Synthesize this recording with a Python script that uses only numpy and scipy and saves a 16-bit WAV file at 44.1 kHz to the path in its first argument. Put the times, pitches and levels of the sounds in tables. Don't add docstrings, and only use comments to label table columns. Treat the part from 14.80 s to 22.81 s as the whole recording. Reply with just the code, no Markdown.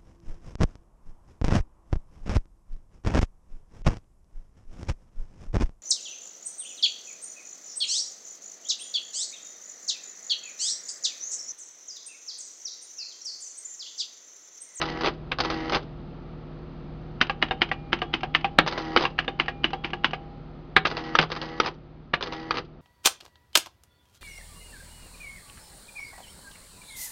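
import sys
import numpy as np
from scipy import signal
from scipy.fft import rfft, irfft, next_fast_len
from scipy.io import wavfile

SR = 44100
rng = np.random.default_rng(int(sys.argv[2]) if len(sys.argv) > 2 else 0)


def store_wav(level_fs):
    pcm = np.round(np.clip(np.atleast_2d(level_fs), -1, 1) * 32767)
    wavfile.write(sys.argv[1], SR, pcm.T.astype(np.int16))


N = 353241
TIME = np.arange(N) / SR
AGE = np.arange(6144) / SR
MIC_TOP_HZ = 6170

# (frequency [Hz], relative level [dB])
KEY_BODY = [(80, -16.5), (200, 1.5), (340, -2.5), (540, -7), (800, 2), (1500, -2.5), (2900, 1.5),
            (3700, -8.5), (5000, -12), (7000, -27.5)]
PRINT_BODY = [(60, -3), (170, -4.5), (340, 0.5), (600, -3), (800, -2), (1300, -0.5), (2100, 1),
              (3100, -3.5), (3900, -7), (5000, -15), (7000, -32)]
# (start [s], motor gain [dB], lever gain [dB])
CYCLES = [(-.101, 2, 1.5), (.586, 2, 2), (3.862, 0.5, -0.5), (6.051, -1.5, -3), (6.5, -3, -4),
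          (7.409, -4.5, -5)]


def digit_keys():
    # (down time [s], up time [s], down level [dB], up level [dB])
    strokes = [(2.4128, 2.4963, -19, -22.5), (2.6248, 2.7096, -21.5, -21.5), (2.8174, 2.9146, -20.5, -22),
               (3.1295, 3.2178, -22.5, -23.5), (3.3385, 3.4326, -25, -25), (3.5487, 3.6439, -19.5, -20),
               (4.1722, 4.252, -21.5, -20), (4.3884, 4.4793, -23.5, -24), (4.5982, 4.6816, -22.5, -24),
               (4.8423, 4.9325, -21.5, -26), (5.0451, 5.1331, -31.5, -26), (5.2441, 5.333, -20.5, -26)]
    # (bass [dB], treble [dB], pitch of the struck part [Hz])
    down_voices = [(1, 3.5, 1470), (-5.5, -14, 1690), (-7, -5, 2154), (-0.5, -4, 1640), (2.5, 1.5, 2500),
                   (-15.5, -5, 1850)]
    up_voices = [(-8, -6.5, 1100), (3.5, -13, 3700), (-11.5, -13, 1880), (8.5, 2.5, 1180), (9.5, 0, 1600),
                 (-3, -16.5, 2450)]
    # (pitch [Hz], relative level [dB], ring time [s])
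    press_modes = [(250, -22.5, .09), (335.2, -16.5, 0.11), (908, -17.5, 0.0095), (1300, -6, 0.011),
                   (1648, -9.5, 0.011), (2094, -11, 0.017), (2670, -17.5, 0.011), (3035, -3, 0.018),
                   (3800, -14, 0.014), (4930, -13.5, 0.0063)]
    release_modes = [(352.5, -15, 0.14), (487, -12, 0.1), (758, -1.5, 0.075), (885, -14.5, 0.018),
                     (1165, -8.5, 0.063), (1646, -7.5, 0.066), (2200, -8.5, 0.014), (2830, 1, 0.028),
                     (3700, -16.5, 0.03), (4850, -24, 0.019)]
    downs, ups = [], []
    for k, (down_s, up_s, down_db, up_db) in enumerate(strokes):
        key = k % len(down_voices)
        downs.append((down_s, down_db, *down_voices[key]))
        ups.append((up_s, up_db, *up_voices[key]))
    presses = blows(downs, press_modes, KEY_BODY, gain_db=5, body_db=-4.5, body_t60=.067,
                    part_db=-3.5, part_t60=.016, crack_db=-9, crack_t60=.017)
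    releases = blows(ups, release_modes, KEY_BODY, gain_db=0, body_db=-5.5, body_t60=.081,
                     part_db=1.5, part_t60=.04, crack_db=-8.5, crack_t60=.0079)
    rubbing = scrapes(downs, gain_db=-34, lead_s=.0085, t60=.21)
    return presses + releases + rubbing + key_returns(ups) + key_springs(ups)


def key_returns(ups, tick_db=-42, tick_lead_s=.027, slide_db=-45, slide_lead_s=.0026, knock_hz=770):
    out = np.zeros(N)
    for s, level_db, *_ in ups:
        tick = shelves(body_ring(KEY_BODY, t60=.033), bass_db=-3, treble_db=-.5)
        add(out, s - tick_lead_s + .0027 * rng.standard_normal(), from_db(tick_db) * tick)
        add(out, s - slide_lead_s, from_db(slide_db) * body_ring(KEY_BODY, t60=.067))
        pitch = knock_hz * (1 + .04 * rng.standard_normal())
        knock = np.sin(2 * np.pi * pitch * AGE) * dying(AGE, t60=.03)
        add(out, s + .0077, from_db(level_db - 2) * knock)
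    return out


def key_springs(ups, shared_hz=804, shared_db=-51):
    # (pitch [Hz], level [dB])
    springs = [(3100, -66.5), (3040, -55), (2410, -51.5), (3310, -55.5), (3330, -61.5), (3040, -61.5)]
    own, shared_level, age = np.zeros(N), np.zeros(N), TIME[:SR]
    for k, (s, *_) in enumerate(ups):
        hz, db = springs[k % len(springs)]
        add(own, s, from_db(db) * np.sin(2 * np.pi * hz * age) * dying(age, t60=.93))
        add(shared_level, s, from_db(shared_db) * dying(age, t60=1.5))
    return own + shared_level * np.sin(2 * np.pi * shared_hz * TIME)


def function_bar():
    # (time [s], level [dB], bass [dB], treble [dB], pitch of the struck part [Hz])
    hits = [(0.5184, -23.5, -5, -6, 1093), (3.7869, -7.5, -3, -6.5, 1266), (5.9647, -8.5, -8.5, -15, 1648),
            (6.0533, -17.5, -7, -2, 1637), (6.3882, -11, 5.5, 3.5, 1530), (7.3376, -16.5, -6.5, -2.5, 1635)]
    # (pitch [Hz], relative level [dB], ring time [s])
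    modes = [(94, -24.5, 0.11), (164, -18, 0.2), (324.3, -16, 0.11), (515, -16.5, 0.044),
             (750, -9.5, 0.072), (1236, -4, 0.052), (1552, -1.5, 0.023), (2220, -9, 0.012),
             (3132, -3, 0.0029), (3730, -11.5, 0.026), (4940, -23, 0.036)]
    clacks = blows(hits, modes, PRINT_BODY, gain_db=-1, body_db=1, body_t60=.06,
                   part_db=-2, part_t60=.032, crack_db=0, crack_t60=.0033)
    return clacks + scrapes(hits, gain_db=-29, lead_s=.004, t60=.081)


def late_slaps():
    # (time [s], level [dB], bass [dB], treble [dB], pitch of the struck part [Hz])
    hits = [(4.1625, -15.5, -3, -14, 1242), (6.352, -17.5, 11, 26, 1290.0), (6.8, -17.5, 4, 7.5, 1269),
            (7.7078, -23, -4.5, -0.5, 1250)]
    # (pitch [Hz], relative level [dB], ring time [s])
    modes = [(310, -18.5, 0.12), (472, -2, 0.035), (920, -3, 0.032), (1253, 2.5, 0.036), (2006, -25, 0.085),
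             (2500, -26, 0.02), (2960, -17, 0.012), (4630, -3.5, 0.014), (5610, -7.5, 0.022)]
    return blows(hits, modes, PRINT_BODY, gain_db=2.5, body_db=-5.5, body_t60=.042,
                 part_db=2.5, part_t60=.016, crack_db=-12.5, crack_t60=.018)


def levers(gain_db=-1, tick_db=3, scatter_db=1.3, slop_s=.001, bounce_s=.007, bounce_db=-4.5):
    # (time into the cycle [s], level [dB], treble [dB])
    drops = [(.001, -28.5, -7.5), (0.016, -23, 4), (.051, -34.5, 2.5), (.062, -28, -6), (.115, -26.5, -2),
             (0.127, -33.5, -2.5), (.138, -35.5, -9.5), (.155, -40, 14), (0.188, -43, 19), (.218, -45, 1),
             (.31, -30.5, 0), (0.334, -28.5, -11), (.347, -26, -11.5), (.361, -23, 1.5), (.375, -24, -10.5),
             (.44, -54, 13)]
    out = np.zeros(N)
    for start, _, cycle_db in CYCLES:
        for after, level_db, treble_db in drops:
            s = start + after + slop_s * rng.standard_normal()
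            db = gain_db + cycle_db + level_db + scatter_db * rng.standard_normal()
            bounce_lag = bounce_s * (.5 + rng.random())
            for lag, loss_db in ((0, 0), (bounce_lag, bounce_db)):
                if s > 0:
                    add(out, s + lag, from_db(db + loss_db) * lever_hit(tick_db, treble_db))
    return out


def lever_hit(tick_db, treble_db):
    # (frequency [Hz], relative level [dB])
    frame = [(80, -2.5), (220, -3), (350, 3.5), (500, 8), (630, 0), (800, 2.5), (1250, 3.5), (2000, -7),
             (3100, -5.5), (3900, -7), (4900, -6.5), (7000, -24.5)]
    tick = shelves(body_ring(frame, t60=.018, rise_s=.0002), bass_db=-12, treble_db=1)
    hit = from_db(tick_db) * tick + body_ring(frame, t60=.074)
    return attack_one(shelves(hit, bass_db=0, treble_db=treble_db))


def print_motor(loaded_hz=80.4, sag=.08, wobble=.00746, cycle_s=.38, take_up_s=.035, coast_s=.022):
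    # (multiple of the turning rate, level [dB])
    whine_tones = [(3, -48.5), (4, -39.5), (5, -54.5), (6, -46), (7, -56.5), (9, -52.5), (10, -47),
                   (11, -57.5), (12, -50.5), (14, -56.5), (16, -53), (19, -56.5), (21, -54.5), (22, -61),
                   (24, -49.5)]
    # (frequency [Hz], relative level [dB])
    gears = [(100, -17), (250, -5), (350, -4), (480, -14), (620, -10.5), (850, -13), (1300, -8),
             (1700, -19.5), (2000, -6.5), (2400, -19), (3000, -14), (3500, -22.5), (4800, -19), (7000, -36)]
    load, level = np.zeros(N), np.zeros(N)
    for start, db, _ in CYCLES:
        rise = 1 - np.exp(-np.maximum(TIME - start, 0) / take_up_s)
        fall = np.exp(-np.maximum(TIME - start - cycle_s, 0) / coast_s)
        load += rise * fall
        level += rise * fall * from_db(db)
    speed = loaded_hz * (1 + sag * (1 - load) + wobble * drift(18))
    angle = 2 * np.pi * np.cumsum(speed) / SR
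    whine = np.zeros(N)
    for multiple, db in whine_tones:
        strength = np.sqrt(2) * from_db(db + 2 * drift(25))
        whine += strength * np.sin(round(multiple) * angle + 2 * np.pi * rng.random())
    ticking = rng.random(N) < 900 / SR
    teeth = ticking * rng.standard_normal(N) * from_db(4 * drift(120))
    chatter = coloured(rms_one(teeth) + rng.standard_normal(N), gears)
    chatter *= 1 + .25 * np.sin(angle)
    return level * (whine + from_db(-41) * chatter)


def idle_hum(tones_db=43, waver_db=.45, wander=.003):
    # (pitch [Hz], relative level [dB])
    hum_tones = [(38.6, -46), (59.3, -49.5), (77.3, -55), (117.5, -54.5), (154.6, -43), (193.3, -56.5),
                 (231.5, -55.5), (268.5, -52.5), (349.9, -52), (387.6, -70.5), (484.5, -58.5),
                 (619.1, -65.5)]
    # (frequency [Hz], relative level [dB])
    air_spectrum = [(18, -18.5), (40, -15.5), (62, -11), (90, -16.5), (130, -7), (200, -11), (340, -14),
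                    (500, -19.5), (750, -20.5), (1050, -27.5), (1310, -23.5), (1480, -32.5), (4400, -42),
                    (7000, -58.5)]
    # (time [s], gain [dB])
    loudness = [(0.0, -44), (1.56, -44), (1.78, -43.5), (5.53, -45.5), (7.06, -50.5), (8.0, -51)]
    unsteady_time = TIME + np.cumsum(wander * drift(2.5)) / SR
    tones = np.zeros(N)
    for hz, db in hum_tones:
        strength = np.sqrt(2) * from_db(db + waver_db * drift(6))
        tones += strength * np.sin(2 * np.pi * (hz * unsteady_time + rng.random()))
    air = coloured(rng.standard_normal(N), air_spectrum)
    level = from_db(np.interp(TIME, *np.transpose(loudness)))
    return level * (from_db(tones_db) * tones + air)


def room(x, echo_db=-17, t60=.25, build_up_s=.0035):
    # (frequency [Hz], relative level [dB])
    spectrum = [(100, 1.5), (350, 11.5), (800, 2), (2000, -6.5), (3100, -1), (7000, -12)]
    age = TIME[:SR // 2]
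    envelope = dying(age, t60) * (1 - np.exp(-age / build_up_s))
    echo = coloured(rng.standard_normal(len(age)), spectrum) * envelope
    echo = signal.sosfilt(signal.butter(2, MIC_TOP_HZ, fs=SR, output="sos"), echo)
    echo *= np.sqrt(2 * MIC_TOP_HZ / SR / np.sum(echo ** 2))
    return x + from_db(echo_db) * signal.fftconvolve(x, echo)[:N]


def blows(hits, modes, body, gain_db, body_db, body_t60, part_db, part_t60, crack_db, crack_t60,
          detune=.025, scatter_db=2.5, contact_s=.00026):
    out = np.zeros(N)
    for s, level_db, bass_db, treble_db, part_hz in hits:
        all_modes = list(modes) + [(part_hz, part_db, part_t60)]
        hz, db, t60 = np.array(all_modes).T[:, :, None]
        hz = hz * (1 + detune * rng.standard_normal(hz.shape))
        strength = from_db(db + scatter_db * rng.standard_normal(db.shape))
        phase = 2 * np.pi * rng.random(db.shape)
        ring = np.sum(strength * np.sin(2 * np.pi * hz * AGE + phase) * dying(AGE, t60), axis=0)
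        ring = attack_one(ring * (1 - np.exp(-AGE / contact_s)))
        crack = from_db(crack_db) * body_ring(body, crack_t60, rise_s=contact_s)
        works = from_db(body_db) * body_ring(body, body_t60)
        blow = shelves(crack + ring + works, bass_db, treble_db)
        add(out, s, from_db(level_db + gain_db) * attack_one(blow))
    return out


def scrapes(hits, gain_db, lead_s, t60):
    out = np.zeros(N)
    for s, *_ in hits:
        rub = shelves(body_ring(KEY_BODY, t60), bass_db=-3, treble_db=-8)
        add(out, s - lead_s, from_db(gain_db) * rub)
    return out


def body_ring(spectrum, t60, rise_s=.001):
    noise = coloured(rng.standard_normal(len(AGE)), spectrum)
    return attack_one(noise * dying(AGE, t60) * (1 - np.exp(-AGE / rise_s)))


def from_db(db):
    return 10 ** (np.asarray(db) / 20)


def rms_one(x):
    return x / np.sqrt(np.mean(x ** 2) + 1e-20)


def attack_one(x):
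    return x / np.sqrt(np.mean(x[:529] ** 2) + 1e-20)


def dying(age, t60):
    return np.exp(-np.log(1000) * age / t60)


def coloured(x, spectrum):
    hz, db = np.transpose(spectrum)
    size = next_fast_len(len(x))
    bin_hz = np.maximum(np.arange(size // 2 + 1) * SR / size, 1)
    gain = from_db(np.interp(np.log(bin_hz), np.log(hz), db))
    return rms_one(irfft(rfft(x, size) * gain, size)[:len(x)])


def drift(turns_per_s):
    points = rng.standard_normal(4096)
    return np.interp(TIME * turns_per_s, np.arange(len(points)), points)


def add(track, s, sound):
    start = max(round(s * SR), 0)
    track[start:start + len(sound)] += sound[:max(N - start, 0)]


def shelves(x, bass_db, treble_db, bass_hz=850, treble_hz=2600):
    x = x + (from_db(bass_db) - 1) * low_pass(x, bass_hz)
    return x + (from_db(treble_db) - 1) * (x - low_pass(x, treble_hz))


def low_pass(x, hz):
    k = np.tan(np.pi * hz / SR)
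    return signal.lfilter([k, k], [1 + k, k - 1], x)


def scene():
    machine = digit_keys() + function_bar() + late_slaps() + levers() + print_motor()
    return (room(machine) + idle_hum())[None]


def record(dry, notch_hz=5527, notch_q=11, notch_db=-18, stop_hz=8200, cutoff_hz=16000):
    rounded = 2.5 * np.tanh(dry / 2.5)
    notched = signal.lfilter(*signal.iirnotch(notch_hz, notch_q, fs=SR), rounded)
    heard = notched + from_db(notch_db) * (rounded - notched)
    heard = signal.sosfilt(signal.butter(16, MIC_TOP_HZ, fs=SR, output="sos"), heard)
    heard = signal.sosfilt(signal.cheby2(12, 60, stop_hz, fs=SR, output="sos"), heard)
    clipped = np.clip(heard, -1, 1)
    return signal.sosfilt(signal.cheby1(12, .5, cutoff_hz, fs=SR, output="sos"), clipped)


dry = scene()
out = record(dry)
store_wav(out)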